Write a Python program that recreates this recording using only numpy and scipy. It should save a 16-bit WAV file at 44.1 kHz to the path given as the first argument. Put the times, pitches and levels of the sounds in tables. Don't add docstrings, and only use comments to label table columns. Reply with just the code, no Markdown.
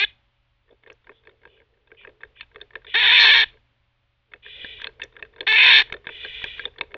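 import sys
import numpy as np
from scipy import signal
from scipy.fft import rfft, irfft, next_fast_len
from scipy.io import wavfile
from scipy.ndimage import uniform_filter1d, minimum_filter1d

SR = 44100
rng = np.random.default_rng(int(sys.argv[2]) if len(sys.argv) > 2 else 0)


def unload_wav(signal):
    wavfile.write(
        sys.argv[1],
        SR,
        np.round(np.clip(np.atleast_2d(signal).T, -1, 1) * 32767).astype(np.int16),
    )


N = 307369
TIME_S = np.arange(N) / SR

# (time [s], pitch [Hz])
BARK_PITCH = [
    [(-.008, 383), (.022, 414), (.04, 430), (.053, 465)],
    [(2.936, 360), (2.962, 458.2), (3.045, 507.6), (3.09, 459.6), (3.125, 501.5), (3.22, 470.1),
     (3.28, 436), (3.36, 467.1), (3.446, 423.6)],
    [(5.465, 369.8), (5.485, 439.4), (5.535, 434.7), (5.58, 494.6), (5.635, 516.9), (5.70, 480.8),
     (5.745, 433.6), (5.785, 441.5), (5.828, 398.5)],
]
# (time [s], level [dB], middle share [dB], upper share [dB], top share [dB])
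BARK_EFFORT = [
    [(0.006, -20, -2.5, -5.5, -14.5), (0.038, -16, -1, -8, -20), (0.048, -17, -17.5, 3, -29.5)],
    [(2.945, -19.5, -11.5, -3, -22), (2.955, -15.5, -5.5, -6.5, -21), (2.997, -18, -4, -4.5, -18),
     (3.051, -14.5, -7, -2.5, -22), (3.183, -11, -2.5, -3.5, -18.5), (3.207, -11.5, -7.5, -5, -6),
     (3.311, -11, -5.5, -4, -16.5), (3.413, -14.5, -6, -4, -12), (3.44, -18, -10.5, -4, -23)],
    [(5.47, -16.5, -6, -4.5, -19), (5.48, -17, -4, -6, -18), (5.55, -14.5, -2, -10, -22),
     (5.596, -11.5, -0.5, -7, -21.5), (5.768, -10, -5.5, -3, -14.5), (5.8, -12, -4, -5.5, -14.5),
     (5.82, -21, -6.5, -7.5, -15)],
]
# (frequency [Hz], width [Hz], gain [dB])
BARK_RESONANCES = [(274, 68, -29.5), (390, 210, -21.5), (750, 130, -16), (985, 190, -11.5),
                   (1197, 83, -17.5), (1770, 270, 2.5), (2246, 340, -2), (2570, 200, -1), (3176, 470, -1),
                   (3583, 270, 4.5), (4220, 270, -11.5), (5415, 620, -34.5), (6270, 750, -49.5)]
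# (time [s], peak [dB], relative brightness [dB], wall thud level [dB])
CRACKS = [(0.7086, -53, -15, -48), (0.8624, -39.5, -27, -49.5), (0.9004, -32.5, -14, -45),
          (1.0936, -31.5, -37, -45), (1.272, -34, -19, -49), (1.453, -33.5, -27, -51),
          (1.6014, -45.5, -25, -56.5), (1.917, -35, -32, -48.5), (2.0488, -31.5, -36, -57),
          (2.0725, -33, -31, -44), (2.2334, -24.5, -23, -46.5), (2.409, -22, -4.5, -66.5),
          (2.5592, -28.5, -18.5, -43), (2.614, -24.5, -1.5, -46), (2.7544, -19, -14.5, -41.5),
          (2.8673, -32, -17.5, -47), (3.5399, -50.5, -24, -53), (4.3361, -26, -15.5, -48),
          (4.4622, -30, -17, -52.5), (4.6455, -23, -18, -49), (4.8174, -23, -9.5, -54),
          (4.8439, -14.5, -8.5, -46.5), (4.8698, -17, -5, -42.5), (5.0175, -18, -3.5, -50),
          (5.0317, -24.5, -5, -43.5), (5.1658, -32, -25.5, -52), (5.225, -20, -18.5, -44.5),
          (5.3617, -37, -13, -53), (5.4068, -14.5, -4.5, -35), (5.9243, -13.5, -15, -39.5),
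          (5.9397, -22.5, -20, -38), (6.0692, -19, -17.5, -49.5), (6.0905, -22, -24, -41.5),
          (6.2474, -22.5, -14, -39), (6.4411, -13, -7.5, -40.5), (6.5944, -19, -19.5, -46),
          (6.6537, -13, -1, -36), (6.785, -29, 0, -45), (6.8104, -12, -20.5, -37), (6.943, -22, -20, -37)]
# (offset [steps], base peak [dB])
TOOTH_SLIPS = [(-1.8, -48.5), (-1, -42.5), (1, -44.5)]
# (start [s], end [s], base grinding level [dB], base tick peak [dB])
GNAW_BOUTS = [(1.148, 2.396, -68.5, -55), (4.455, 6.969, -63.5, -45)]
# (frequency [Hz], gain [dB], t60 [s])
CLICK_MODES = [(926, -12, 0.041), (1145, 1, 0.0062), (1614, 2, 0.027), (1796, 5, 0.023), (2213, 2.5, 0.015),
               (2592, 1, 0.026), (3330, -4.5, 0.0017), (3575, 8, 0.014), (4157, -6, 0.019),
               (4370, -15.5, 0.021)]
# (time [s], peak [dB])
FIBRE_SNAPS = [(.927, -56), (4.818, -54), (5.035, -38.5), (5.925, -48), (6.441, -46)]
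# (frequency [Hz], width [Hz], gain [dB])
WALL_MODES = [(356, 60, -11), (437.4, 76, 2.5), (490, 236, -8), (800, 640, -24)]
# (start [s], end [s], level [dB], centre [Hz], drop one octave off centre [dB])
HISS_EVENTS = [(1.11, 1.217, -66, 3380, 120), (1.48, 1.611, -62.5, 2750, 63),
               (1.967, 2.051, -49.5, 2490, 49), (2.352, 2.446, -50.5, 2580, 26),
               (2.866, 2.982, -41, 2497, 5), (4.422, 4.88, -40, 2900, 4.5), (6.069, 6.687, -36.5, 2900, 1)]
# (frequency [Hz], relative density [dB])
HISS_SPECTRUM = [(410, -62), (700, -19.5), (899, -32), (1180, -32.5), (1960, -10.5), (2140, -12.5),
                 (2380, -4.5), (2780, -9), (3060, -5), (3430, -5), (3530, -3), (4370, -35), (4630, -38.5),
                 (7000, -50.5), (9100, -85.5), (15400, -120)]
# (frequency [Hz], relative density [dB])
AIR_SPECTRUM = [(20, -16), (40, -5.5), (75, -9), (105, -18), (160, -27.5), (250, -25), (450, -32.5),
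                (800, -26), (1300, -27.5), (2500, -26), (3400, -27.5), (4400, -38), (7400, -57.5)]
# (frequency [Hz], base rms level [dB])
HUM_TONES = [(118.6, -77), (565, -89)]

CLEAR_ROUGHNESS, RASP_ROUGHNESS = .24, .68


def barks():
    out = np.zeros(N)
    for pitch, effort in zip(BARK_PITCH, BARK_EFFORT):
        add(out, pitch[0][0], bark(pitch, effort))
    return out


def bark(pitch, effort, turbulence=.45, churn_hz=1400, attack_s=.009, release_s=.0058):
    t = np.arange(pitch[0][0], pitch[-1][0], 1 / SR)
    lead_hz, loose_hz, roughness = fold_tuning(pitch, t)
    level_db, *shares_db = curves_at(effort, t)
    pulses, lead_phase = fold_pulses(lead_hz, loose_hz, roughness)
    rush = turbulence * rng.standard_normal(len(t)) * (1 + np.cos(lead_phase))
    churn = 1.5 * low_pass(rng.standard_normal(len(t)), churn_hz, order=4)
    voice = resonate(pulses + roughness * (rush + churn), BARK_RESONANCES)
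    voice = band_balance(box_reflections(voice), shares_db)
    gate = ramp((t - t[0]) / attack_s) * ramp((t[-1] - t) / release_s)
    return hold_power(voice, 400) * from_db(level_db) * gate


def fold_tuning(pitch, t, catch_s=.02, clear_s=.028, break_s=.03, relock_s=.025,
                low_hz=420, high_hz=561, flip_at_s=.18, flip_s=.06,
                squeal_at_s=3.321, squeal_s=.028, squeal_hz=583.6):
    lead_hz, = curves_at(pitch, t)
    age_s = t - t[0]
    squeal = np.exp(-(2 * (t - squeal_at_s) / squeal_s) ** 4)
    apart = ramp((age_s - clear_s) / break_s) * ramp((t[-1] - t) / relock_s) * (1 - squeal)
    lead_hz += squeal * (squeal_hz - lead_hz)
    free_hz = low_hz + (high_hz - low_hz) * ramp((age_s - flip_at_s) / flip_s + .5)
    free_hz *= 1 + .04 * wobble(len(t), 14)
    loose_hz = lead_hz + apart * (free_hz - lead_hz)
    catch = ramp(1 - (age_s / catch_s) ** 2)
    roughness = CLEAR_ROUGHNESS + np.maximum(apart, catch) * (RASP_ROUGHNESS - CLEAR_ROUGHNESS)
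    return lead_hz, loose_hz, roughness


def fold_pulses(lead_hz, loose_hz, roughness, wander=.01, jitter=.026, shimmer=.7, coupling=.05):
    def phase(hz):
        cycles = np.cumsum(hz * (1 + wander * roughness * wobble(len(hz), 70))) / SR
        return 2 * np.pi * (cycles + jitter * roughness * wobble(len(hz), 170))

    def closures(own, other):
        pulled = own + 2 * np.pi * coupling * roughness * np.sin(other)
        return unit_rms(np.cos(np.outer(pulled, np.arange(1, 17))).sum(axis=1))

    lead, loose = phase(lead_hz), phase(loose_hz)
    pulses = closures(lead, loose) + 1.3 * roughness * closures(loose, lead)
    pulses *= 1 + shimmer * roughness * wobble(len(lead), 240)
    fundamental = .93 * (RASP_ROUGHNESS - roughness) * np.cos(lead)
    return pulses + fundamental, lead


def band_balance(voice, shares_db, edges_hz=(2050, 2900, 3950)):
    below = [shape_spectrum(voice, lambda hz: 1 / (1 + (hz / edge) ** 50)) for edge in edges_hz]
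    bands = np.diff([0 * voice, *below, voice], axis=0)
    shares = from_db(shares_db)
    lowest = np.sqrt(np.clip(1 - np.sum(shares ** 2, axis=0), .08, 1))
    return sum(share * hold_power(band, 1400) for share, band in zip([lowest, *shares], bands))


def box_reflections(x, lags_s=(.0009, .0014, .0021), bounce=.38):
    for lag_s in lags_s:
        loop = np.r_[1, np.zeros(round(lag_s * SR)), bounce]
        x = signal.lfilter(loop[::-1], loop, x)
    return x


def gnawing(lead_s=.0016, slip_step_s=.021, slip_spread_db=4, ticks_per_s=3):
    out = np.zeros(N)
    slips = [tooth_stroke(bright_db=-22, crumble_s=.0025) for _ in range(10)]
    mean_peak_db = np.mean([crack[1] for crack in CRACKS])
    slip_events = []
    for at_s, peak_db, bright_db, _ in CRACKS:
        add(out, at_s - lead_s, from_db(peak_db) * tooth_stroke(bright_db, crumble_s=.001))
        for steps, base_db in TOOTH_SLIPS:
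            offset_s = steps * slip_step_s * rng.uniform(.55, 1.4)
            slip_events.append((at_s + offset_s, base_db + .5 * (peak_db - mean_peak_db)))
    for start_s, end_s, _, tick_db in GNAW_BOUTS:
        count = int(ticks_per_s * (end_s - start_s))
        slip_events += [(at_s, tick_db) for at_s in rng.uniform(start_s, end_s, count)]
    for at_s, level_db in slip_events:
        gain = from_db(level_db + slip_spread_db * rng.standard_normal())
        add(out, at_s, gain * slips[rng.integers(len(slips))])
    return low_pass(out, 4150, order=16)


def tooth_stroke(bright_db, crumble_s, mode_spread_db=2.5, crack_db=36, crack_hz=4000):
    t = np.arange(SR // 16) / SR
    force = .6 * np.exp(-t / crumble_s) * rng.standard_normal(len(t))
    force[0] += 2
    force += np.roll(force, rng.integers(SR // 1000, SR // 250)) * rng.uniform(0, .81)
    mode_hz, mode_db, t60_s = np.transpose(CLICK_MODES)
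    mode_db = mode_db + mode_spread_db * rng.standard_normal(len(mode_hz))
    modes = np.sin(2 * np.pi * np.outer(t, mode_hz)) * from_db(mode_db - 60 * t[:, None] / t60_s)
    ring = modes @ (-1) ** np.arange(len(mode_hz))
    crack = from_db(crack_db) * low_pass(np.diff(force, prepend=0), crack_hz, order=6)
    sound = np.pad(signal.fftconvolve(force, ring)[:len(t)] + crack, (40, 0))
    treble_db = .97 * bright_db + 11
    sound = shape_spectrum(sound, lambda hz: from_db(treble_db * ramp((hz - 2400) / 1000)))
    return sound / np.abs(sound).max()


def splinters(centre_hz=5700, width_hz=1100, decay_s=.0024):
    out = np.zeros(N)
    t = np.arange(SR // 30) / SR
    for at_s, peak_db in FIBRE_SNAPS:
        burst = rng.standard_normal(len(t)) * np.exp(-t / decay_s)
        tick = resonate(burst, [(centre_hz, width_hz, 0)])
        add(out, at_s, from_db(peak_db) * tick / np.abs(tick).max())
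    return out


def box_wall(thud_gain_db=-2, rise_s=.009, tug_gain_db=-11, tug_s=.02, swing_db=6, swing_hz=9):
    power = np.zeros(N)
    t = np.arange(SR // 5) / SR
    thud = t / rise_s * np.exp(1 - t / rise_s)
    tug = np.exp(-np.abs(t - t.mean()) / tug_s)
    for at_s, _, _, thud_db in CRACKS:
        add(power, at_s, (from_db(thud_db + thud_gain_db) * thud) ** 2)
        add(power, at_s - t.mean(), (from_db(thud_db + tug_gain_db) * tug) ** 2)
    drift_db = swing_db * np.tanh(wobble(N, swing_hz))
    for start_s, end_s, grind_db, _ in GNAW_BOUTS:
        power += from_db(grind_db + drift_db) ** 2 * (TIME_S > start_s) * (TIME_S < end_s)
    return hold_power(resonate(rng.standard_normal(N), WALL_MODES), 1200) * np.sqrt(power)


def hisses(wheeze_hz=492, wheeze_fall=.028, flutter_db=.8, puff_half_s=.065, puff_db=-47):
    out = np.zeros(N)
    bark_ends_s = [pitch[-1][0] for pitch in BARK_PITCH]
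    puffs = [(at_s - puff_half_s, at_s + puff_half_s, puff_db, 2700, 0) for at_s in bark_ends_s]
    for start_s, end_s, level_db, centre_hz, drop_db in HISS_EVENTS + puffs:
        def colour(hz):
            octaves = np.log2(np.clip(hz, 1000, 6000) / centre_hz)
            return spectrum_gain(HISS_SPECTRUM, hz) * from_db(-drop_db * octaves ** 2)

        i = np.arange(int((end_s - start_s) * SR))
        progress = i / len(i)
        air = rng.standard_normal(len(i))
        lag_samples = SR / (wheeze_hz * (1 - wheeze_fall * progress ** 2))
        air += .7 * np.interp(i - lag_samples, i, air)
        envelope = np.sin(np.pi * progress) ** .59 * from_db(level_db - flutter_db * wobble(len(i), 40))
        add(out, start_s, unit_rms(shape_spectrum(air, colour)) * envelope)
    return out


def garden_echoes(x, t60_s=.26, cutoff_hz=7000, build_s=.022, slap_s=.006):
    t = np.arange(int(.7 * SR)) / SR
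    echoes = rng.standard_normal(len(t)) * from_db(-60 * t / t60_s) * ramp(t / build_s)
    echoes = low_pass(echoes, cutoff_hz)
    echoes /= np.sqrt(np.sum(echoes ** 2))
    echoes[round(slap_s * SR)] += .4
    return signal.fftconvolve(x, echoes)[:N]


def background(squirrel, air_base_db=-71.5, rest_db=1.5, range_db=19, knee_db=-42, linger_s=.078):
    pole = np.exp(-1 / (linger_s * SR))
    power = np.abs(uniform_filter1d(squirrel ** 2, size=2000))
    activity = signal.lfilter([1 - pole], [1, -pole], power / (power + from_db(2 * knee_db)))
    swell_db = rest_db + range_db * np.sqrt(activity)
    air = shape_spectrum(rng.standard_normal(N), lambda hz: spectrum_gain(AIR_SPECTRUM, hz))
    air = from_db(air_base_db) * unit_rms(air)
    rumble = shape_spectrum(air, lambda hz: 1 / (1 + (hz / 400) ** 2))
    hum = sum(np.sqrt(2) * from_db(db) * np.sin(2 * np.pi * hz * TIME_S + .2 * wobble(N, 4))
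              for hz, db in HUM_TONES)
    return rumble * from_db(swell_db) + (air - rumble + hum) * from_db(.6 * swell_db)


def from_db(db):
    return 10 ** (np.asarray(db) / 20)


def ramp(x):
    return np.clip(x, 0, 1)


def unit_rms(x):
    return x / np.sqrt(np.mean(x ** 2) + 1e-20)


def hold_power(x, window_samples):
    return x / np.sqrt(np.abs(uniform_filter1d(x ** 2, window_samples)) + 1e-12)


def curves_at(rows, t):
    times_s, *columns = np.transpose(rows)
    return [np.interp(t, times_s, column) for column in columns]


def shape_spectrum(x, gain_at):
    size = next_fast_len(len(x) + 2000, True)
    hz = np.maximum(np.arange(size // 2 + 1) * SR / size, 1)
    return irfft(rfft(x, size) * gain_at(hz), size)[:len(x)]


def spectrum_gain(points, hz):
    points_hz, db = np.transpose(points)
    return from_db(np.interp(np.log(hz), np.log(points_hz), db))


def resonate(x, modes):
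    size = next_fast_len(len(x) + 4000)
    hz = np.abs(np.fft.fftfreq(size, 1 / SR))
    power = sum(from_db(2 * db) / (1 + 2 * ((hz - centre_hz) / width_hz) ** 2) ** 3
                for centre_hz, width_hz, db in modes)
    response = np.exp(np.conj(signal.hilbert(np.log(power) / 2)))
    return np.fft.ifft(np.fft.fft(x, size) * response).real[:len(x)]


def low_pass(x, hz, order=2):
    return signal.sosfilt(signal.butter(order, hz, fs=SR, output="sos"), x + 1e-18)


def wobble(count, rate_hz):
    return unit_rms(shape_spectrum(rng.standard_normal(count), lambda hz: 1 / (1 + (hz / rate_hz) ** 2)))


def add(out, at_s, x):
    i = round(at_s * SR)
    x, i = x[max(-i, 0):], max(i, 0)
    out[i:i + len(x)] += x[:max(N - i, 0)]


def scene():
    squirrel = barks() + hisses() + gnawing() + splinters() + box_wall()
    return (squirrel + from_db(-33.5) * garden_echoes(squirrel) + background(squirrel))[None]


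def record(dry, ceiling=.9, cutoff_hz=7500):
    allowed_gain = np.minimum(1, ceiling / (np.abs(dry) + 1e-9))
    gain = uniform_filter1d(minimum_filter1d(allowed_gain, size=121), size=121)
    return signal.sosfilt(signal.ellip(10, .1, 80, cutoff_hz, fs=SR, output="sos"), dry * gain)


dry = scene()
out = record(dry)
unload_wav(out)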